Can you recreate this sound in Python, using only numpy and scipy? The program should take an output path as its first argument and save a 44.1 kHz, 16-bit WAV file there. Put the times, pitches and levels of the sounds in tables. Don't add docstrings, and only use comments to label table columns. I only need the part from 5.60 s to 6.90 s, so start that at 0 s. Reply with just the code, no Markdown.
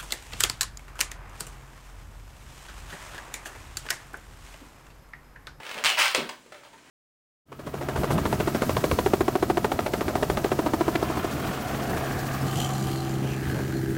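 import sys
import numpy as np
from scipy import signal
from scipy.fft import rfft, irfft
from scipy.io import wavfile
from scipy.ndimage import uniform_filter1d

SR = 44100
rng = np.random.default_rng(int(sys.argv[2]) if len(sys.argv) > 2 else 0)


def log_audio(samples):
    frames = np.atleast_2d(samples).T
    limited = np.clip(frames, -1, 1)
    pcm = np.round(limited * 32767).astype(np.int16)
    wavfile.write(sys.argv[1], SR, pcm)


N = 57330


def ticks_and_snaps(tick_db=-6, snap_db=5):
    # t/s, relative level/dB
    tick_events = [(.0005, -43), (.0331, -8.5), (0.0525, -6), (0.0666, -4), (0.079, -20), (.0936, -2.5),
                   (.112, -3), (0.1147, -0.5), (0.1325, -30), (0.1441, -1.5), (0.174, -28), (0.1799, -2.5),
                   (0.1866, 0), (.2101, -31), (.2283, -8), (0.6814, -27), (0.6918, -1.5), (.6948, -9.5),
                   (.7166, -31), (0.9214, -19), (0.9474, -18), (1.051, -19)]
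    # t/s, relative level/dB, spectral tilt/(dB per octave)
    snap_events = [(.239, -7, -4), (0.2401, -8, 4.5), (0.2473, 2.5, -1.5), (.253, -2, 0.5),
                   (0.2593, -0.5, -1.5), (.2658, 1, 1), (.2934, -3, -1), (0.3012, -5.5, 1.5),
                   (0.3897, -7, 5), (0.4199, -4, 0.5), (0.4287, -0.5, 0), (.4445, -13, -4.5),
                   (0.4459, -4, 0), (0.4569, -6.5, 1), (0.4808, -4, -0.5), (.515, -18.5, 4),
                   (.5443, -16.5, -2), (.5487, 2, 0)]
    # f/Hz, level/dB
    tick_colour = [(40, -25), (200, -24), (500, -5), (1000, -5.5), (2700, 0), (4200, -7.5), (7000, -13.5),
                   (9800, -19), (10800, -26), (13000, -26), (15500, -22)]
    snap_colour = [(40, -23), (150, -24), (350, -20), (650, -10), (1400, -1), (2700, 1.5), (4000, -0.5),
                   (6500, -7.5), (9500, -11), (10800, -24), (13000, -25), (15500, -20.5)]
    ticks = [(s, amp(tick_db + db) * pulse(tick_colour)) for s, db in tick_events]
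    snaps = [(s, amp(snap_db + db) * pulse(snap_colour, tilt)) for s, db, tilt in snap_events]
    near, drive = np.zeros((2, N))
    for slips, drive_db, shiver_s in (ticks, 1, 0.003), (snaps, 2, 0.0017):
        for s, slip in slips:
            add(near, s, signal.fftconvolve(slip, shiver(shiver_s)))
            add(drive, s, amp(drive_db) * slip)
    return near, drive


def squeak():
    # t/s, f/Hz
    rate = [(.368, 468.5), (.378, 452), (.386, 298), (.396, 299.5), (.404, 336.5), (.42, 470), (.46, 391),
            (.54, 422)]
    # t/s, relative level/dB
    levels = [(.364, -38), (0.373, -12.5), (0.385, -7), (0.401, -5), (0.419, -7), (0.435, -27), (.457, -11),
              (.475, -19.5), (0.541, -40)]
    # f/Hz, level/dB
    colour = [(40, -36), (380, -30), (560, -5.5), (950, -1), (1350, 3.5), (1750, 3), (2300, 7.5), (3100, 3),
              (3700, -8.5), (5000, -1), (7000, -15.5), (9500, -12), (11500, -29), (15500, -17.5)]
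    return stick_slip(rate, levels, colour)


def creak():
    # t/s, f/Hz
    rate = [(.26, 329.5), (.34, 260.5)]
    # t/s, relative level/dB
    levels = [(.262, -23), (0.284, -6.5), (.3, -17.5), (.325, -20), (.345, -26)]
    # f/Hz, level/dB
    colour = [(40, -29), (400, -36), (680, 1.5), (1100, -9), (2200, 1), (2950, 12), (3700, -15),
              (7000, -15), (9500, -26), (11500, -27), (15500, -17)]
    return stick_slip(rate, levels, colour)


def stick_slip(rate, levels, colour, gain_db=3.5, spread_db=2.5, jitter_cycles=0.1):
    start_s, end_s = levels[0][0], levels[-1][0]
    cycles = np.cumsum(curve(rate) * (np.arange(N) / SR > start_s)) / SR
    slips, level = np.zeros(N), curve(levels)
    for k, (late, size) in enumerate(rng.standard_normal((120, 2))):
        at = np.searchsorted(cycles, k + 1 + jitter_cycles * late)
        slip = shiver()
        if at < end_s * SR:
            add(slips, at / SR, amp(gain_db + level[at] + spread_db * size) * slip)
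    return convolve(slips, pulse(colour))


def pulse(colour, tilt_db=0, size=2048):
    hz = abs(np.fft.fftfreq(size, 1 / SR))
    octaves = np.log2(np.maximum(hz, 500) / 2500)
    log_gain = np.log(amp(spectrum_at(colour, hz) + tilt_db * octaves))
    spectrum = np.exp(np.conj(signal.hilbert(log_gain)))
    return -np.fft.ifft(spectrum).real[:size // 2]


def shiver(decay_s=0.0017, shiver_db=1, size=530):
    out = rng.standard_normal(size) * np.exp(-np.arange(size) / SR / decay_s)
    out *= amp(shiver_db) / np.linalg.norm(out)
    out[0] += 1
    return out


def rubs(wobble_depth=0.14, flutter_db=1.5, rise_s=0.0023):
    # t/s, duration/s, start f/Hz, end f/Hz, level/dB,
    # overtone fall/(dB per octave), scrape against tone/dB
    strokes = [(.0, .012, 962, 890, -41.5, 12, -3.5), (0.059, 0.092, 774, 756, -49, 2.5, -8),
               (.152, 0.034, 252.8, 211.6, -40, 3.5, -12), (0.166, 0.085, 617, 564, -42.5, 9.5, -2),
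               (0.296, 0.054, 770, 607, -39, 12, 1), (0.372, 0.031, 924, 864, -31.5, 14, -28),
               (0.379, 0.029, 595.4, 586, -29, 5, -29), (.396, 0.027, 1065, 1163, -24.5, 3, -9),
               (0.546, 0.013, 827, 550, -25.5, 2.5, 4), (.561, 0.021, 570, 500, -40, 29, -24),
               (.578, 0.023, 386, 376, -33.5, 10, -21), (.579, 0.038, 268.2, 238.7, -31.5, 5.5, -29),
               (.61, 0.032, 167, 152, -50, 13, -24), (0.623, 0.016, 312, 295, -37.5, 0, -18),
               (0.634, 0.017, 399, 390, -42, 22, -22), (0.644, 0.058, 244, 239, -44.5, 18, -4),
               (.692, 0.0094, 986, 913, -30.5, 4.5, -6), (.86, 0.012, 453, 426, -49, 13, -6.5),
               (0.921, 0.015, 613, 591, -41.5, 11.5, -1.5), (0.942, 0.015, 663, 537, -52, 2, 1),
               (0.997, 0.1, 613, 563, -60.5, 14, -14), (1.032, 0.056, 935, 869, -57, 17, 4.5),
               (1.129, 0.023, 1028, 782, -50.5, 12.5, -0.5), (1.176, 0.022, 1090, 1005, -57.5, 5, 3),
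               (1.25, 0.038, 854, 780, -62, 14, -6)]
    out, harmonic = np.zeros(N), np.arange(1, 9)[:, None]
    scrape = crackle(per_s=4000, spread_db=0)
    wobble, flutter = unit(uniform_filter1d(rng.standard_normal((2, N)), size=90))
    for s, length, start_hz, end_hz, db, fall_db, scrape_db in strokes:
        t = np.arange(0, length, 1 / SR)
        now = (round(s * SR) + np.arange(len(t))) % N
        hz = start_hz * (end_hz / start_hz) ** (t / length) * (1 + wobble_depth * wobble[now])
        phase = 2 * np.pi * np.cumsum(hz) / SR
        tone = (amp(-fall_db * np.log2(harmonic)) * np.sin(harmonic * phase)).sum(0)
        sound = unit(tone * amp(flutter_db * flutter[now])) + amp(scrape_db) * unit(scrape[now])
        envelope = np.minimum(t / rise_s, 1) * abs(1 - t / length) ** 0.55
        add(out, s, amp(db) * sound * envelope)
    return out


def grip():
    # t/s, level/dB
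    levels = [(0, -53), (.1, -46), (.19, -51.5), (.23, -57), (.66, -54), (.8, -71.5), (.9, -68.5),
              (.95, -57), (1.05, -69), (1.2, -68), (1.3, -60)]
    return crackle(per_s=1500, spread_db=2.5) * amp(curve(levels))


def crackle(per_s, spread_db):
    # f/Hz, relative level/dB
    colour = [(40, -35), (150, -17.5), (300, -4), (600, -1.5), (1000, -1), (1700, 3), (2700, -3),
              (4200, -7.5), (7000, -17), (9800, -13.5), (10700, -34), (13000, -27), (15500, -19)]
    slips = (rng.random(N) < per_s / SR) * amp(spread_db * rng.standard_normal(N))
    return unit(convolve(slips, pulse(colour)))


def air_pushes(decay_s=0.0019):
    # t/s, peak level/dB
    jerks = [(.004, -37.5), (0.076, -53), (.115, -39), (0.2468, -33.5), (0.5491, -34.5)]
    out, age = np.zeros(N), np.arange(SR // 20) / SR / decay_s
    for s, db in jerks:
        add(out, s, amp(db) * (1 - age) * np.exp(-age))
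    return out


def cavity_ring(slips, t60_s=0.16):
    mode_hz = [894, 1048, 1615, 2047, 2178, 2343, 2671, 2987]
    mode_db = [-60, -52, -69, -45.5, -47, -56, -47, -48]
    t = np.arange(SR // 2) / SR
    modes = (amp(db - 60 * t / t60_s) * np.cos(2 * np.pi * hz * t) for hz, db in zip(mode_hz, mode_db))
    return convolve(slips, sum(modes))


def room(sound, fade_s=0.03, count=3):
    place = np.arange(N) / SR / fade_s
    shares = [np.sin(np.pi / 2 * np.minimum((place + k) % count, 2)) for k in range(count)]
    return sum(convolve(sound * share, room_response()) for share in shares)


def room_response(tail_db=4, build_s=0.0017):
    # f/Hz, relative level/dB
    colour = [(40, -32), (130, -4), (250, 4), (420, -2.5), (600, 1), (1200, 0), (3000, 1), (6000, -3),
              (15000, 1)]
    # f/Hz, T60/s
    t60 = [(100, 0.21), (250, 0.35), (700, 0.36), (2000, 0.28), (5000, 0.29), (9000, 0.27), (15000, 0.37)]
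    # delay t/s, gain
    reflections = [(.0011, -0.041), (.0029, -0.072), (.0043, -0.11), (.0086, -0.081)]
    hz, t, bands = signal.stft(rng.standard_normal(SR), SR, nperseg=256)
    band_db = spectrum_at(colour, hz)[:, None] - 60 * t / spectrum_at(t60, hz)[:, None]
    _, tail = signal.istft(bands * amp(band_db), SR, nperseg=256)
    tail *= 1 - np.exp(-np.arange(len(tail)) / SR / build_s)
    tail *= amp(tail_db) / np.linalg.norm(tail)
    for s, gain in reflections:
        add(tail, s, np.array([gain]))
    return tail


def background(level_db=-57.5):
    # f/Hz, relative level/dB
    density = [(15, -46), (25, -19.5), (175, -10.5), (217, -11.5), (285, -7), (317, -12), (451, -11),
               (516, -17), (677, -15), (734, -19), (1260, -20.5), (1560, -18), (1740, -20), (3430, -22),
               (3720, -24.5), (7510, -23), (16000, -43.5)]
    gain = amp(spectrum_at(density, np.fft.rfftfreq(N, 1 / SR)))
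    return amp(level_db) * unit(irfft(rfft(rng.standard_normal(N)) * gain, N))


def amp(db):
    return 10 ** (np.asarray(db) / 20)


def unit(x):
    return x / np.sqrt(np.mean(x ** 2) + 1e-20)


def spectrum_at(points, hz):
    f, value = np.transpose(points)
    return np.interp(np.log(hz + 1), np.log(f + 1), value)


def curve(points):
    return np.interp(np.arange(N) / SR, *np.transpose(points))


def add(mix, s, sound):
    part = mix[max(0, round(s * SR)):][:len(sound)]
    part += sound[:len(part)]


def convolve(x, response):
    return signal.fftconvolve(x, response)[:N]


def scene():
    near, drive = ticks_and_snaps()
    rubbing = rubs()
    friction = squeak() + creak() + grip()
    direct = near + friction + rubbing + air_pushes() + cavity_ring(drive + friction)
    reverberant = room(drive + friction + amp(-5.5) * rubbing)
    return (direct + reverberant + background())[None]


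def record(dry):
    low_pass = signal.firwin(401, cutoff=15950, window=("kaiser", 8), fs=SR)
    return signal.oaconvolve(dry, low_pass[None], "same")


dry = scene()
out = record(dry)
log_audio(out)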